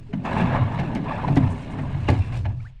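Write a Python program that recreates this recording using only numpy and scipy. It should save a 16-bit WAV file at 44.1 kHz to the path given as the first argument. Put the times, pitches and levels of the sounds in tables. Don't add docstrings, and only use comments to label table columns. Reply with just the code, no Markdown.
import sys
import numpy as np
from scipy import signal
from scipy.fft import rfft, irfft
from scipy.io import wavfile
from scipy.ndimage import uniform_filter1d

SR = 44100
rng = np.random.default_rng(int(sys.argv[2]) if len(sys.argv) > 2 else 0)


def persist_wave(psi):
    counts = np.round(np.clip(psi, -1, 1) * 32767).astype(np.int16)
    wavfile.write(sys.argv[1], SR, np.atleast_2d(counts).T)


N = 123479
T = np.arange(N) / SR

# time_s, grinding_level_db, fine_grit_level_db
SLIDING_LEVELS = [(0.10, -62, -74.5), (0.236, -49.5, -70), (0.252, -27.5, -54.5), (0.32, -29.5, -59),
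                  (0.39, -24.5, -52), (0.49, -28, -60), (0.56, -21.5, -60.5), (0.635, -34.5, -64),
                  (0.77, -33.5, -61.5), (0.92, -36.5, -64.5), (1.015, -44.5, -67), (1.10, -28.5, -62),
                  (1.21, -32, -62.5), (1.345, -41, -62.5), (1.43, -36, -63), (1.62, -43.5, -62.5),
                  (1.80, -38.5, -66.5), (2.02, -44, -63.5), (2.14, -40.5, -55.5), (2.315, -44, -64),
                  (2.33, -39, -56.5), (2.375, -41.5, -53.5), (2.425, -57, -65.5), (2.51, -48, -72),
                  (2.56, -65.5, -74), (2.68, -61.5, -67.5), (2.74, -77, -88)]
# time_s, deep_modes_level_db, upper_modes_level_db
DRUMMING_LEVELS = [(0.12, -43, -49), (0.24, -39, -34), (0.42, -29, -23.5), (0.57, -27, -30.5),
                   (0.70, -31, -33.5), (0.85, -34, -30.5), (0.99, -40, -27), (1.20, -36, -38.5),
                   (1.27, -29.5, -25), (1.47, -27, -29.5), (1.63, -42, -37), (1.80, -33.5, -32),
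                   (2.04, -26.5, -40), (2.27, -32.5, -40.5), (2.40, -26, -41), (2.62, -33.5, -58.5),
                   (2.78, -55.5, -83)]
# pitch_hz, level_db, t60_s
HULL_MODES = [(50.5, -8.5, .4), (74.2, -9.5, 0.34), (94.9, -1, 0.35), (121.4, 0.5, 0.29), (143.2, 3, 0.23),
              (169.1, 0.5, 0.36), (200.6, -2, 0.13), (227.6, 0, 0.18), (254.36, -0.5, 0.33),
              (294, -4.5, 0.16), (346, -7, 0.09), (382.5, -7, 0.14), (553.5, -11, 0.04),
              (690, -13.5, 0.086)]
# start_s, crunch_level_db, crunch_length_s, boom_level_db,
# centre_hz of the modes it wakes, spread_octaves
ROCK_BUMPS = [(0.132, -31, 0.007, -20, 221, 0.76), (0.789, -26, 0.015, -21.5, 166, 0.3),
              (0.953, -28, 0.019, -22, 295, 0.56), (1.278, -26.5, 0.0079, -22.5, 690, 0.2),
              (1.366, -21.5, 0.0066, -10.5, 261, 0.23), (1.371, -39, 0.035, -13.5, 125, 0.33),
              (1.435, -41, .01, -14, 103, 0.42), (1.785, -35, 0.013, -27, 256, 0.071),
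              (1.943, -35.5, 0.0024, -21.5, 120, 0.45), (2.085, -16.5, 0.0056, -14, 427, 0.89),
              (2.096, -30.5, 0.03, -11, 97.4, 0.31), (2.450, -31.5, 0.0047, -33, 202, 0.34),
              (2.459, -34, 0.0019, -16.5, 83.2, 0.23)]
# time_s, level_db
GRIT_CRACKS = [(0.798, -47), (0.951, -43), (1.358, -40.5), (1.371, -43), (2.088, -42), (2.102, -37.5)]
# start_s, length_s, start_hz, end_hz, level_db
HULL_SQUEAKS = [(0.082, 0.051, 426, 387, -39), (1.244, 0.0097, 1050, 910, -18),
                (2.069, 0.036, 2890, 2783, -31.5), (2.592, 0.0235, 1050, 1590, -51.5),
                (2.599, 0.014, 2110, 2470, -47.5), (2.635, 0.053, 826, 2300, -44.5)]
# start_s, length_s, start_hz, end_hz, level_db
HULL_GROANS = [(0.139, 0.076, 239.6, 166, -24), (0.402, 0.068, 205, 150, -17.5),
               (0.588, 0.062, 145.6, 88, -15.5), (0.634, 0.04, 141.2, 94, -18.5),
               (1.273, 0.081, 165.2, 126, -16), (2.167, 0.065, 97.1, 89.7, -15.5)]
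# (per Hz, relative)
GRIND_COLOUR = [(200, -12), (400, -13), (650, -6), (1000, -5.5), (1300, -14.5), (1750, -14.5), (3000, -37)]
RASP_COLOUR = [(700, -27.5), (1500, -4), (2700, 0), (4000, -15), (6000, -49.5)]
GRIT_COLOUR = [(2000, -11.5), (4200, 8), (8500, -2), (14500, -26)]
CRUNCH_COLOUR = [(200, 4.5), (400, -1), (750, 8), (1150, -2), (2000, -2), (3000, -11), (4000, -19),
                 (7000, -34.5)]
AIR_COLOUR = [(45, 25), (300, -29), (2800, -17), (4500, -28.5)]
# (per Hz, relative)
SWAY_COLOUR = [(15, 9.5), (45, 5.5), (200, -39.5)]
# (per Hz, relative)
THUD_COLOUR = [(120, -13), (280, 1), (450, -10.5), (750, -7.5)]
# (per Hz, relative)
GRAVEL_COLOUR = [(3000, -29), (6500, -2), (9000, -2), (11500, -24.5)]

SHELL_T60_S, STONE_T60_S = 0.023, 0.028
JUDDER_DB = 1.3
RASP_SHARE, RASP_DB = 0.48, 2.5
DEEP_COUNT = 4
DRIFT_S = 0.003
SWAY_DB = -20.5
WAVER = 0.032
DENT_BEND = 1.08
DENT_RELAX_S = 0.015
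CRUNCH_RISE_S, BOOM_RISE_S = 0.01, 0.0041
THUD_DB, THUD_T60_S = -1.5, 0.34
CRACK_S = 0.004
GRAVEL_FROM_S, GRAVEL_TO_S, GRAVEL_DB = 1.24, 1.93, -65.5
AIR_DB = -44
SHORE_DB, SHORE_T60_S = -13.5, 0.13
ROLL_OFF_DB_PER_OCTAVE = 22
EDGE_HZ = 15500


def amp(db):
    return 10 ** (np.asarray(db) / 20)


def unit(x):
    return x / np.sqrt(np.mean(x ** 2) + 1e-20)


def level(table, column):
    rows = np.array(table)
    return amp(np.interp(T, rows[:, 0], rows[:, column]))


def add(mix, start_s, sound):
    part = mix[max(round(start_s * SR), 0):][:len(sound)]
    part += sound[:len(part)]


def wander(hz):
    f = np.fft.rfftfreq(N, 1 / SR)
    spectrum = rfft(rng.standard_normal(N)) / (1 + (f / hz) ** 4)
    return unit(irfft(spectrum, N))


def colour(x, points, size=8192):
    f, db = np.transpose(points)
    octave = np.log2(abs(np.fft.fftfreq(size, 1 / SR)) + 1)
    octaves_above = np.clip(octave - np.log2(f[-1]), 0, 3.5)
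    curve_db = np.interp(octave, np.log2(f), db) - ROLL_OFF_DB_PER_OCTAVE * octaves_above
    response = np.exp(np.conj(signal.hilbert(np.log(amp(curve_db)))))
    taps = np.fft.ifft(response).real[:size // 2]
    return signal.fftconvolve(x, taps / np.linalg.norm(taps))[:len(x)]


def tail(t60):
    t = T[:SR // 3]
    wave = rng.standard_normal(len(t)) * amp(-60 * t / t60)
    return wave / np.linalg.norm(wave)


def ring(x, t60, direct=0.53, count=10):
    spot = np.floor(3 * wander(hz=9) + 0.5 * rng.standard_normal(N)) % count
    rung = np.zeros(N)
    for k in range(count):
        rung += signal.fftconvolve(x * (spot == k), tail(t60))[:N]
    return (direct * x + rung) / np.hypot(direct, 1)


def slips(per_s, spread_db):
    size = amp(spread_db * np.minimum(rng.exponential(1, N), 4))
    sign = rng.choice([-1., 1.], N)
    return unit(size * sign * (rng.random(N) < per_s / SR))


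def burst(t, rise, fall):
    return np.clip(t / rise, 0, 1) * np.exp(-np.maximum(t - rise, 0) / fall)


def scrape():
    judder = unit(amp(JUDDER_DB * wander(hz=110)))
    hard, sandy = level(SLIDING_LEVELS, 1), level(SLIDING_LEVELS, 2)
    grind = colour(ring(slips(per_s=9000, spread_db=2.2), SHELL_T60_S), GRIND_COLOUR)
    rasp = colour(ring(slips(per_s=4500, spread_db=3.2), SHELL_T60_S), RASP_COLOUR)
    grit = colour(ring(slips(per_s=3000, spread_db=3.8), STONE_T60_S), GRIT_COLOUR)
    rasp_level = amp(RASP_DB) * hard ** RASP_SHARE * sandy ** (1 - RASP_SHARE)
    return judder * (grind * hard + rasp * rasp_level + grit * sandy)


def steady(x):
    return x / np.sqrt(uniform_filter1d(x ** 2, size=1500) + 1e-12)


def drumming():
    t, drive = T[:SR // 2], slips(per_s=500, spread_db=4.0)
    modes = []
    for hz, db, t60 in HULL_MODES:
        decay = amp(-60 * t / t60) * np.sin(2 * np.pi * hz * t)
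        shifted_drive = np.roll(drive, rng.integers(N))
        mode = amp(db) * unit(signal.fftconvolve(shifted_drive, decay)[:N])
        modes.append(np.interp(T + DRIFT_S * wander(hz=6), T, mode, period=N / SR))
    sway = amp(SWAY_DB) * colour(rng.standard_normal(N), SWAY_COLOUR)
    deep = steady(sum(modes[:DEEP_COUNT])) + sway
    upper = steady(sum(modes[DEEP_COUNT:]))
    return deep * level(DRUMMING_LEVELS, 1) + upper * level(DRUMMING_LEVELS, 2)


def open_air():
    return amp(AIR_DB) * colour(rng.standard_normal(N), AIR_COLOUR)


def gliding_tones(table):
    out, waver = np.zeros(N), wander(hz=292)
    for start_s, length_s, start_hz, end_hz, db in table:
        progress = np.clip((T - start_s) / length_s, 0, 1)
        hz = (start_hz + (end_hz - start_hz) * progress) * (1 + WAVER * waver)
        tone = np.sin(2 * np.pi * np.cumsum(hz) / SR)
        out += amp(db) * np.sin(np.pi * progress) ** 2 * tone
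    return out


def squeaks():
    return gliding_tones(HULL_SQUEAKS)


def bumps():
    booms, force, t = np.zeros(N), np.zeros(N), T[:SR // 2]
    hz, db, t60 = np.transpose(HULL_MODES)
    index = np.arange(len(hz))
    is_upper = (index >= DEEP_COUNT)[:, None]
    lead = is_upper * DENT_BEND * DENT_RELAX_S * (1 - np.exp(-t / DENT_RELAX_S))
    for start_s, crunch_db, crunch_s, boom_db, centre_hz, octaves in ROCK_BUMPS:
        force += amp(crunch_db) * burst(T - start_s + CRUNCH_RISE_S / 2, CRUNCH_RISE_S, crunch_s)
        phase = 2 * np.pi * hz[:, None] * (t + amp(boom_db) * lead)
        modes = amp(-60 * t / t60[:, None]) * np.sin(phase)
        weight = amp(db) / (1 + (np.log2(hz / centre_hz) / octaves) ** 4)
        polarity = (-1) ** (index // 2)
        boom = (weight / np.linalg.norm(weight) * polarity) @ modes
        add(booms, start_s, amp(boom_db) * boom * np.minimum(t / BOOM_RISE_S, 1))
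    blows = force * slips(per_s=5000, spread_db=2)
    crunch = colour(ring(blows, t60=0.035, direct=1.2), CRUNCH_COLOUR)
    thud = amp(THUD_DB) * colour(ring(blows, THUD_T60_S, direct=0), THUD_COLOUR)
    return booms + crunch + thud


def groans():
    return gliding_tones(HULL_GROANS)


def cracks():
    force = np.zeros(N)
    for time_s, db in GRIT_CRACKS:
        force += amp(db) * burst(T - time_s + CRACK_S / 2, CRACK_S / 2, CRACK_S)
    return colour(force * slips(per_s=12000, spread_db=2), GRIT_COLOUR)


def gravel():
    progress = np.clip((T - GRAVEL_FROM_S) / (GRAVEL_TO_S - GRAVEL_FROM_S), 0, 1)
    swell = np.sqrt(abs(np.sin(np.pi * progress)))
    clusters = unit(amp(5 * wander(hz=35)))
    ticks = slips(per_s=400, spread_db=3) * clusters
    return amp(GRAVEL_DB) * swell * colour(ring(ticks, STONE_T60_S), GRAVEL_COLOUR)


def shore_scatter(canoe):
    return amp(SHORE_DB) * signal.fftconvolve(canoe, tail(SHORE_T60_S))[:N]


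def scene():
    canoe = scrape() + drumming() + squeaks() + bumps() + groans() + cracks() + gravel()
    return (canoe + shore_scatter(canoe) + open_air())[None]


def record(dry):
    low_pass = signal.firwin(511, EDGE_HZ, window=("kaiser", 9), fs=SR)
    return signal.oaconvolve(dry, low_pass[None], "same")


dry = scene()
out = record(dry)
persist_wave(out)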